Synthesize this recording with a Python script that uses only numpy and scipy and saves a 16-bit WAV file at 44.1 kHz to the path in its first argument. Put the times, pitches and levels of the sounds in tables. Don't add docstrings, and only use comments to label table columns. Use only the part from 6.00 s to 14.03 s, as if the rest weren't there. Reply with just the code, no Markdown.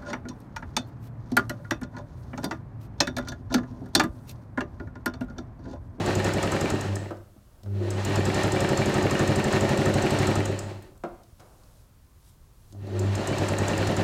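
import sys
import numpy as np
from scipy import signal
from scipy.fft import rfft, irfft
from scipy.io import wavfile
from scipy.ndimage import uniform_filter1d

SR = 44100
rng = np.random.default_rng(int(sys.argv[2]) if len(sys.argv) > 2 else 0)


def to_linear_factor(level_db):
    exponent = np.asarray(level_db, float) / 20
    return 10 ** exponent


def materialize(psi):
    bounded = np.clip(np.atleast_2d(psi).T, -1, 1)
    quanta = np.round(bounded * 32767).astype(np.int16)
    wavfile.write(sys.argv[1], SR, quanta)


N = 354123
TIME = np.arange(N) / SR
FULL_SPEED = 12
HUM_HZ = 99.7


def rms_one(x):
    return x / np.sqrt(np.mean(x ** 2) + 1e-20)


def in_time(tables):
    out = -120.
    for rows in tables:
        s, *columns = np.transpose(rows)
        levels = [np.interp(TIME, s, column, left=-120, right=-120) for column in columns]
        out = np.maximum(out, levels)
    return out


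def drift(rate):
    steps = rng.standard_normal(int(N / SR * rate) + 2)
    return rms_one(np.interp(TIME * rate, np.arange(len(steps)), steps))


def cut(x, hz, kind):
    sos = signal.butter(2, np.clip(hz, 10, .45 * SR), kind, fs=SR, output="sos")
    return signal.sosfilt(sos, x + 1e-18)


def coloured(spectrum):
    hz, db = np.transpose(spectrum)
    bins_hz = np.maximum(np.arange(N // 2 + 1) * SR / N, 1)
    gain = to_linear_factor(np.interp(np.log(bins_hz), np.log(hz), db))
    return rms_one(irfft(rfft(rng.standard_normal(N)) * gain, N))


def resonate(x, modes, widen=0.73):
    out = 0
    for k, (hz, width, db) in enumerate(modes):
        r = np.exp(-np.pi * width * widen / SR)
        poles = [1, -2 * r * np.cos(2 * np.pi * hz / SR), r * r]
        zeros = [(1 - r * r) / 2, 0, (r * r - 1) / 2]
        out = out + (-1) ** k * to_linear_factor(db) * signal.lfilter(zeros, poles, x + 1e-18)
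    return out


def clicks(seconds, sizes):
    at, out = np.round(seconds * SR).astype(int), np.zeros(N)
    inside = (at >= 0) & (at < N)
    np.add.at(out, at[inside], sizes[inside])
    return out


def burst(train, hold_s, fade_s, grain_db):
    t = np.arange(int(.05 * SR)) / SR
    shape = np.exp(-np.maximum(t - hold_s, 0) / fade_s)
    grains = rng.standard_normal(N) * to_linear_factor(grain_db * np.minimum(rng.exponential(1, N), 2))
    return signal.fftconvolve(train, shape)[:N] * rms_one(grains)


def at_speed(speed, base_db, doubling_db):
    return base_db + doubling_db * np.log2(np.maximum(speed, 1e-3) / FULL_SPEED)


# time in seconds, speed in stitches per second.
SHAFT_SPEED = [
    [(0, 10.85), (.67, 10.993), (.85, 7.33), (1, 4.89), (1.22, 0)],
    [(1.66, 0), (1.9, 5.348), (2.08, 9.085), (2.25, 10.822), (2.55, 11.778), (3, 11.985), (4.31, 12.106),
     (4.4, 10.091), (4.56, 6.563), (4.98, 0)],
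    [(6.75, 0), (6.99, 4.927), (7.2, 8.292), (7.4, 9.668), (7.7, 10.475), (8.03, 10.726)],
]
FIRST_CLICK_TURNS = [.6492, .6645, .5997]


def shaft():
    speed, angle, turns = np.zeros(N), np.zeros(N), []
    for rows, first in zip(SHAFT_SPEED, FIRST_CLICK_TURNS):
        s, rate = np.transpose(rows)
        run = np.interp(TIME, s, rate, left=0, right=0)
        done = np.cumsum(run) / SR - first
        speed = speed + run
        angle = np.where(TIME >= s[0], done + np.ceil(angle[-1]) + 1, angle)
        click = np.interp(np.arange(int(done[-1]) + 1), done[run > 0], TIME[run > 0])
        gaps = np.diff(click)
        lead, last = gaps[0] ** 2 / gaps[1], gaps[-1] ** 2 / gaps[-2]
        turns.append([np.r_[click[0] - lead, click], np.r_[lead, gaps, last]])
    return speed, angle, *np.concatenate(turns, axis=1)


def click_levels(start, speed):
    now, luck = np.interp(start, TIME, speed, left=0), rng.random((len(start), 2))
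    fade_db = 23 * np.minimum(np.log2(np.maximum(now, 1e-3) / 5.3), 0)
    spread_db = np.sqrt(12) * (luck[:, 0] - .5)
    miss_db = 6 * np.log(1 - luck[:, 1])
    click_db = at_speed(now, base_db=-25, doubling_db=1.7) + fade_db + spread_db
    clack_db = at_speed(now, base_db=-25, doubling_db=10) + fade_db + miss_db
    return click_db, clack_db


# pitch in Hz, width in Hz before widening, relative level in dB.
HOOK_MODES = [(5080, 32, 1.5), (6020, 250, -3), (6816, 81, 6), (7004, 68, 10.5), (7176, 127, 7.5),
              (8180, 170, 7.5), (8390, 303, 2.5), (12900, 530, -13.5), (13100, 59, -19)]
# pitch in Hz, width in Hz before widening, relative level in dB.
CLACK_MODES = [(1262, 47, 7.5), (1815, 44, 6), (2550, 41, -8.5)]
# delay as a share of a turn, drive against the click
# in dB, pitch in Hz, width in Hz before scaling.
TICKS = [(0.46, -15.5, 11300, 6500), (0.15, -28, 13000, 6500), (.565, 8, 2830, 300), (0.5, 18, 2330, 69),
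         (0.52, 11, 1600, 1900)]


def hook(start, length, click_db, clack_db):
    scrape = burst(clicks(start, to_linear_factor(click_db)), 0.0023, 0.0037, 5)
    clack = burst(clicks(start + .05 * length, to_linear_factor(clack_db)), 0.0018, 0.004, 9.6)
    out = to_linear_factor(1) * resonate(scrape, HOOK_MODES, widen=4.8)
    out += to_linear_factor(12.5) * resonate(clack, CLACK_MODES, widen=1.28)
    for share, db, hz, width in TICKS:
        luck = rng.uniform(-2.0, 1, (len(start), 2))
        force = to_linear_factor(click_db + db + 1.2 * luck[:, 1]) * (length.min() / length) ** 2
        train = clicks(start + (share + 0.01 * luck[:, 0]) * length, force)
        tick = burst(train, 0.0023, 0.0014, 1.6)
        for _ in range(2):
            tick = resonate(tick, [(hz, width, 0)])
        out += tick
    return out


# delay as a share of a turn, relative force in dB,
# direction as a sign, hardness as a lowpass in Hz.
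BLOWS = [(0.03, 2.5, -1, 500), (.155, 2, -1, 500), (0.247, 3, -1, 600), (0.299, 7, 1, 500),
         (.435, 2.5, -1, 600), (.52, 3.5, 1, 500), (0.578, -2.5, 1, 500), (0.658, -4.5, 1, 500),
         (0.779, -7, 1, 500), (0.872, 1, 1, 500)]
# pitch in Hz, width in Hz before scaling, relative level in dB.
HOUSING_MODES = [(130, 23, -5), (215.8, 17.1, -5), (281.5, 13, -4.5), (308.6, 32, -6), (374.4, 34.6, 0),
                 (423, 79, -7.5), (547, 28.6, -5), (608.3, 23.4, -3), (684, 265, -9.5), (918, 200, -12.5),
                 (1290, 70, -29.5), (1846, 85, -13), (2380, 5.8, -40), (2670, 360, -23), (4000, 250, -24),
                 (4370, 33, -18.5), (5340, 46, -54)]
# pitch in Hz, width in Hz before scaling, relative level in dB.
THUMP_MODES = [(130, 110, 2), (240, 170, 0), (380, 200, -3), (600, 250, -9)]


def linkage(start, length, level_db):
    blows = 0
    for share, db, direction, hardness_hz in BLOWS:
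        luck = rng.standard_normal((len(start), 2))
        force = np.sign(direction) * to_linear_factor(db + 2 * luck[:, 1])
        train = clicks(start + (share + 0.0045 * luck[:, 0]) * length, force)
        blows = blows + cut(train, hardness_hz, "low") * SR / hardness_hz
    torque = 1 + np.cos(2 * np.pi * HUM_HZ * TIME)
    slack = (rng.random(N) < 600 * torque / SR) * rng.standard_normal(N)
    knocks = rms_one(blows) + to_linear_factor(-6) * rms_one(cut(slack, 495, "low"))
    firm = np.minimum(.11 / length, 1) ** 2 * np.minimum(length / .095, 1) ** 2
    firm = firm * to_linear_factor(rng.normal(0, 1, len(start)))
    push = cut(clicks(start + .364 * length, -firm), 700, "low")
    thump = to_linear_factor(52) * resonate(push, THUMP_MODES)
    return to_linear_factor(level_db - 3.5) * (rms_one(resonate(knocks, HOUSING_MODES, widen=1.0)) + thump)


# multiple of the hum pitch, relative level in dB.
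HUM_PARTIALS = [(1, 1), (2, -12.5), (3, -21.5), (4, -18), (6, -43)]
# time in seconds, relative level in dB.
HUM_LEVEL = [
    [(0, -31), (.7, -53), (.93, -29), (1.14, -47), (1.23, -50.5), (1.35, -63)],
    [(1.6, -71), (1.67, -36.5), (1.78, -27.5), (1.85, -30.5), (2.03, -31.5), (2.3, -29.5), (2.7, -43),
     (4.3, -36), (4.52, -33), (4.79, -44), (4.95, -82)],
    [(6.68, -63), (6.75, -44), (6.89, -38), (6.96, -32), (7.11, -24.5), (7.23, -38.5), (8.03, -31)],
]


def motor_hum(angle, speed_share):
    hum = sum(to_linear_factor(db) * np.sin(2 * np.pi * k * HUM_HZ * TIME + k) for k, db in HUM_PARTIALS)
    swell_db = 0.76 * np.cos(2 * np.pi * (angle - .4)) * speed_share
    return to_linear_factor(in_time(HUM_LEVEL)[0] + 4 + swell_db + 1.5 * drift(18)) * hum


# frequency in Hz, relative density in dB per Hz.
WHIR_SPECTRUM = [(35, -36), (60, 1.5), (118, 1.5), (300, 1), (362, -7), (468, -31.5), (551, -3),
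                 (1060, -13), (1900, -20), (4830, -28), (7180, -32), (15900, -55)]


def gear_whir(angle, gear_db):
    load_db = 0.66 * np.cos(2 * np.pi * (angle - .25))
    teeth = (rng.random(N) < 2500 / SR) * rng.standard_normal(N)
    rattle = rms_one(cut(resonate(teeth, HOUSING_MODES), 1090, "high"))
    hiss = cut(coloured(WHIR_SPECTRUM), 910, "high")
    return to_linear_factor(gear_db + load_db + 1.2 * drift(30)) * (to_linear_factor(12.5) * hiss + to_linear_factor(-1) * rattle)


# cycles per turn, level in dB against the gears before the shell rings.
WHINE_TONES = [(331.0, -21), (442.0, -23)]
# pitch in Hz, width in Hz before scaling, gain in dB per pass.
SHELL_MODES = [(2980, 420, 8), (4000, 900, -3), (5050, 500, 5.5)]


def commutator_whine(speed, gear_db):
    smooth = uniform_filter1d(np.cumsum(speed) / SR, size=SR // 8)
    whine = 0
    for k, db in WHINE_TONES:
        level = to_linear_factor(gear_db + db + 2 * drift(8))
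        whine = whine + level * np.sin(2 * np.pi * k * smooth + .5 * drift(60))
    return sum(resonate(resonate(whine, [mode]), [mode]) for mode in SHELL_MODES)


# multiple of the stitch rate, relative level in dB.
SHAKE_PARTIALS = [(2, -60), (3, -77), (4, -50.5), (5, -58), (6, -46), (7, -50)]


def table_shake(angle, speed_share, linkage_db):
    shake = sum(to_linear_factor(db) * np.cos(2 * np.pi * k * (angle - .2)) for k, db in SHAKE_PARTIALS)
    return to_linear_factor(linkage_db + 30.5) * speed_share * shake


# pitch in Hz, width in Hz before scaling, gain in dB.
JOLT_MODES = [(101, 7, 36), (139, 14, 33), (216, 10, 32)]


def jolt(start, length):
    force = to_linear_factor(rng.normal(0, 1.95, len(start))) * (FULL_SPEED * length) ** -2.1
    push = cut(clicks(start + .2 * length, force), 280, "low")
    return sum(resonate(push, [mode]) for mode in JOLT_MODES)


# time of the peak in seconds, level in dB.
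GROANS = [(1.83, -30.5), (6.959, -30.5)]
# pitch in Hz, width in Hz before scaling, relative level in dB.
GROAN_MODES = [(357.4, 22.5, 7), (600, 65, -9)]


def groan():
    rise, fall = 192, 89
    slips = (rng.random(N) < 300 / SR) * rng.standard_normal(N)
    level = sum(to_linear_factor(db - np.maximum(rise * (s - TIME), fall * (TIME - s))) for s, db in GROANS)
    return level * rms_one(resonate(cut(slips, 1350, "low"), GROAN_MODES))


# time in seconds, relative blow level in dB, body pitch in Hz, relative treble level in dB,
# treble pitch in Hz.
TAPS = [(1.107, -26, 740, -62, 4410), (1.169, -62, 900, -68, 4500), (1.361, -47, 352, -86, 8950),
        (1.633, -43.5, 390, -61, 4670), (1.66, -40.5, 814, -72, 4170), (4.824, -70, 600, -64, 11500),
        (4.954, -52.5, 853, -78, 4160), (4.976, -67, 571, -70, 7480), (5.037, -21, 680, -61, 4660),
        (5.234, -60, 686, -66, 4750), (5.397, -48, 905, -63, 3710), (5.402, -45, 1300, -64, 5990),
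        (5.635, -59, 446, -70, 3950), (6.724, -47, 380, -60.5, 4830), (6.747, -42, 453, -85, 4000),
        (6.87, -35, 346, -64, 4240)]
# pitch in Hz, relative level in dB, 60 dB decay in seconds before damping.
TABLE_TOP = [(152, -8, 0.29), (200, 3, 0.67), (336, -0.5, 0.86), (555, -3.5, 0.16), (617, -8, 0.32),
             (640, -13, 0.52), (710, -5, 0.17), (837, -8, 0.26), (1000, -17.5, 0.073), (1300, -8, 0.3),
             (1530, -22, 0.19), (1500, -38, 0.86)]


def taps():
    modes = [(hz, np.log(1000) / (np.pi * t60), db) for hz, db, t60 in TABLE_TOP]
    out = 0
    for s, blow_db, body_hz, treble_db, treble_hz in TAPS:
        blow = clicks(np.array([s]), np.ones(1))
        rattle = burst(blow, 0.015, 0.0098, 9.4)
        force = to_linear_factor(blow_db + 15) * cut(22 * blow + rattle, 1.47 * body_hz, "low")
        force = cut(force, 0.47 * body_hz, "high")
        treble_mode = (treble_hz, 0.93 * treble_hz, treble_db + 16)
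        tick = resonate(burst(blow, 0.0011, 0.004, 2.1), [treble_mode])
        body = resonate(force, modes, widen=16)
        out = out + body + to_linear_factor(-23) * cut(force, 200, "high") + tick
    return out


# time in seconds, hiss level in dB,
# drag level in dB.
CLOTH = [
    [(1.2, -85, -71), (1.41, -94, -72), (1.62, -89, -63.5)],
    [(4.85, -70, -76), (4.95, -90, -75), (5.15, -76, -58), (5.37, -72, -74), (5.41, -70, -56.5),
     (5.79, -67.5, -67.5), (6.02, -96, -73), (6.29, -62, -70.5), (6.38, -83, -72), (6.72, -66, -69.5)],
]


def cloth():
    hiss_db, drag_db = in_time(CLOTH)
    grain_db = 4.9 * np.minimum(rng.exponential(1, (2, N)), 2)
    grains = rng.standard_normal((2, N)) * to_linear_factor(grain_db)
    hiss = rms_one(cut(grains[0], [3000, 13000], "band"))
    drag = rms_one(resonate(grains[1], [(500, 400, 23.0), (1300, 1150, 9.6)]))
    return to_linear_factor(hiss_db) * hiss + to_linear_factor(drag_db) * drag


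def room(x):
    t60_s, level_db, cut_hz = 0.47, -9.5, 8700
    t = np.arange(int(.6 * SR)) / SR
    tail = cut(rng.standard_normal(len(t)), cut_hz, "low") * to_linear_factor(-60 * t / t60_s) * (t > .006)
    return to_linear_factor(level_db) * signal.fftconvolve(x, tail / np.sqrt(np.sum(tail ** 2)))[:N]


# frequency in Hz, relative density in dB.
AIR_SPECTRUM = [(12, -25), (20, 2.5), (113, -0.5), (167, -10.5), (365, -20.5), (657, -40), (999, -25),
                (2310, -34.5), (4390, -34.5), (14200, -36), (15900, -37)]


def air():
    return to_linear_factor(-54) * coloured(AIR_SPECTRUM)


def scene():
    speed, angle, start, length = shaft()
    share = speed / FULL_SPEED
    settled = uniform_filter1d(speed, size=int(0.11 * SR), mode="nearest")
    pull_db = 0.055 * np.gradient(settled) * SR
    race_db = 1.5 * share ** 10
    linkage_db = at_speed(settled, base_db=-26, doubling_db=7.4) + race_db + 0.067 * pull_db
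    gear_db = at_speed(settled, base_db=-36.5, doubling_db=9.6) + pull_db

    echoed = hook(start, length, *click_levels(start, speed))
    echoed = echoed + linkage(start, length, linkage_db) + groan() + taps()
    motor = motor_hum(angle, share) + gear_whir(angle, gear_db) + commutator_whine(speed, gear_db)
    table = table_shake(angle, share, linkage_db) + jolt(start, length)
    return (echoed + room(echoed) + motor + table + cloth() + air())[None]


def roll_off(x):
    return signal.sosfilt(signal.butter(12, 16020, fs=SR, output="sos"), x)


def record(dry):
    return roll_off(dry)


dry = scene()
out = record(dry)
materialize(out)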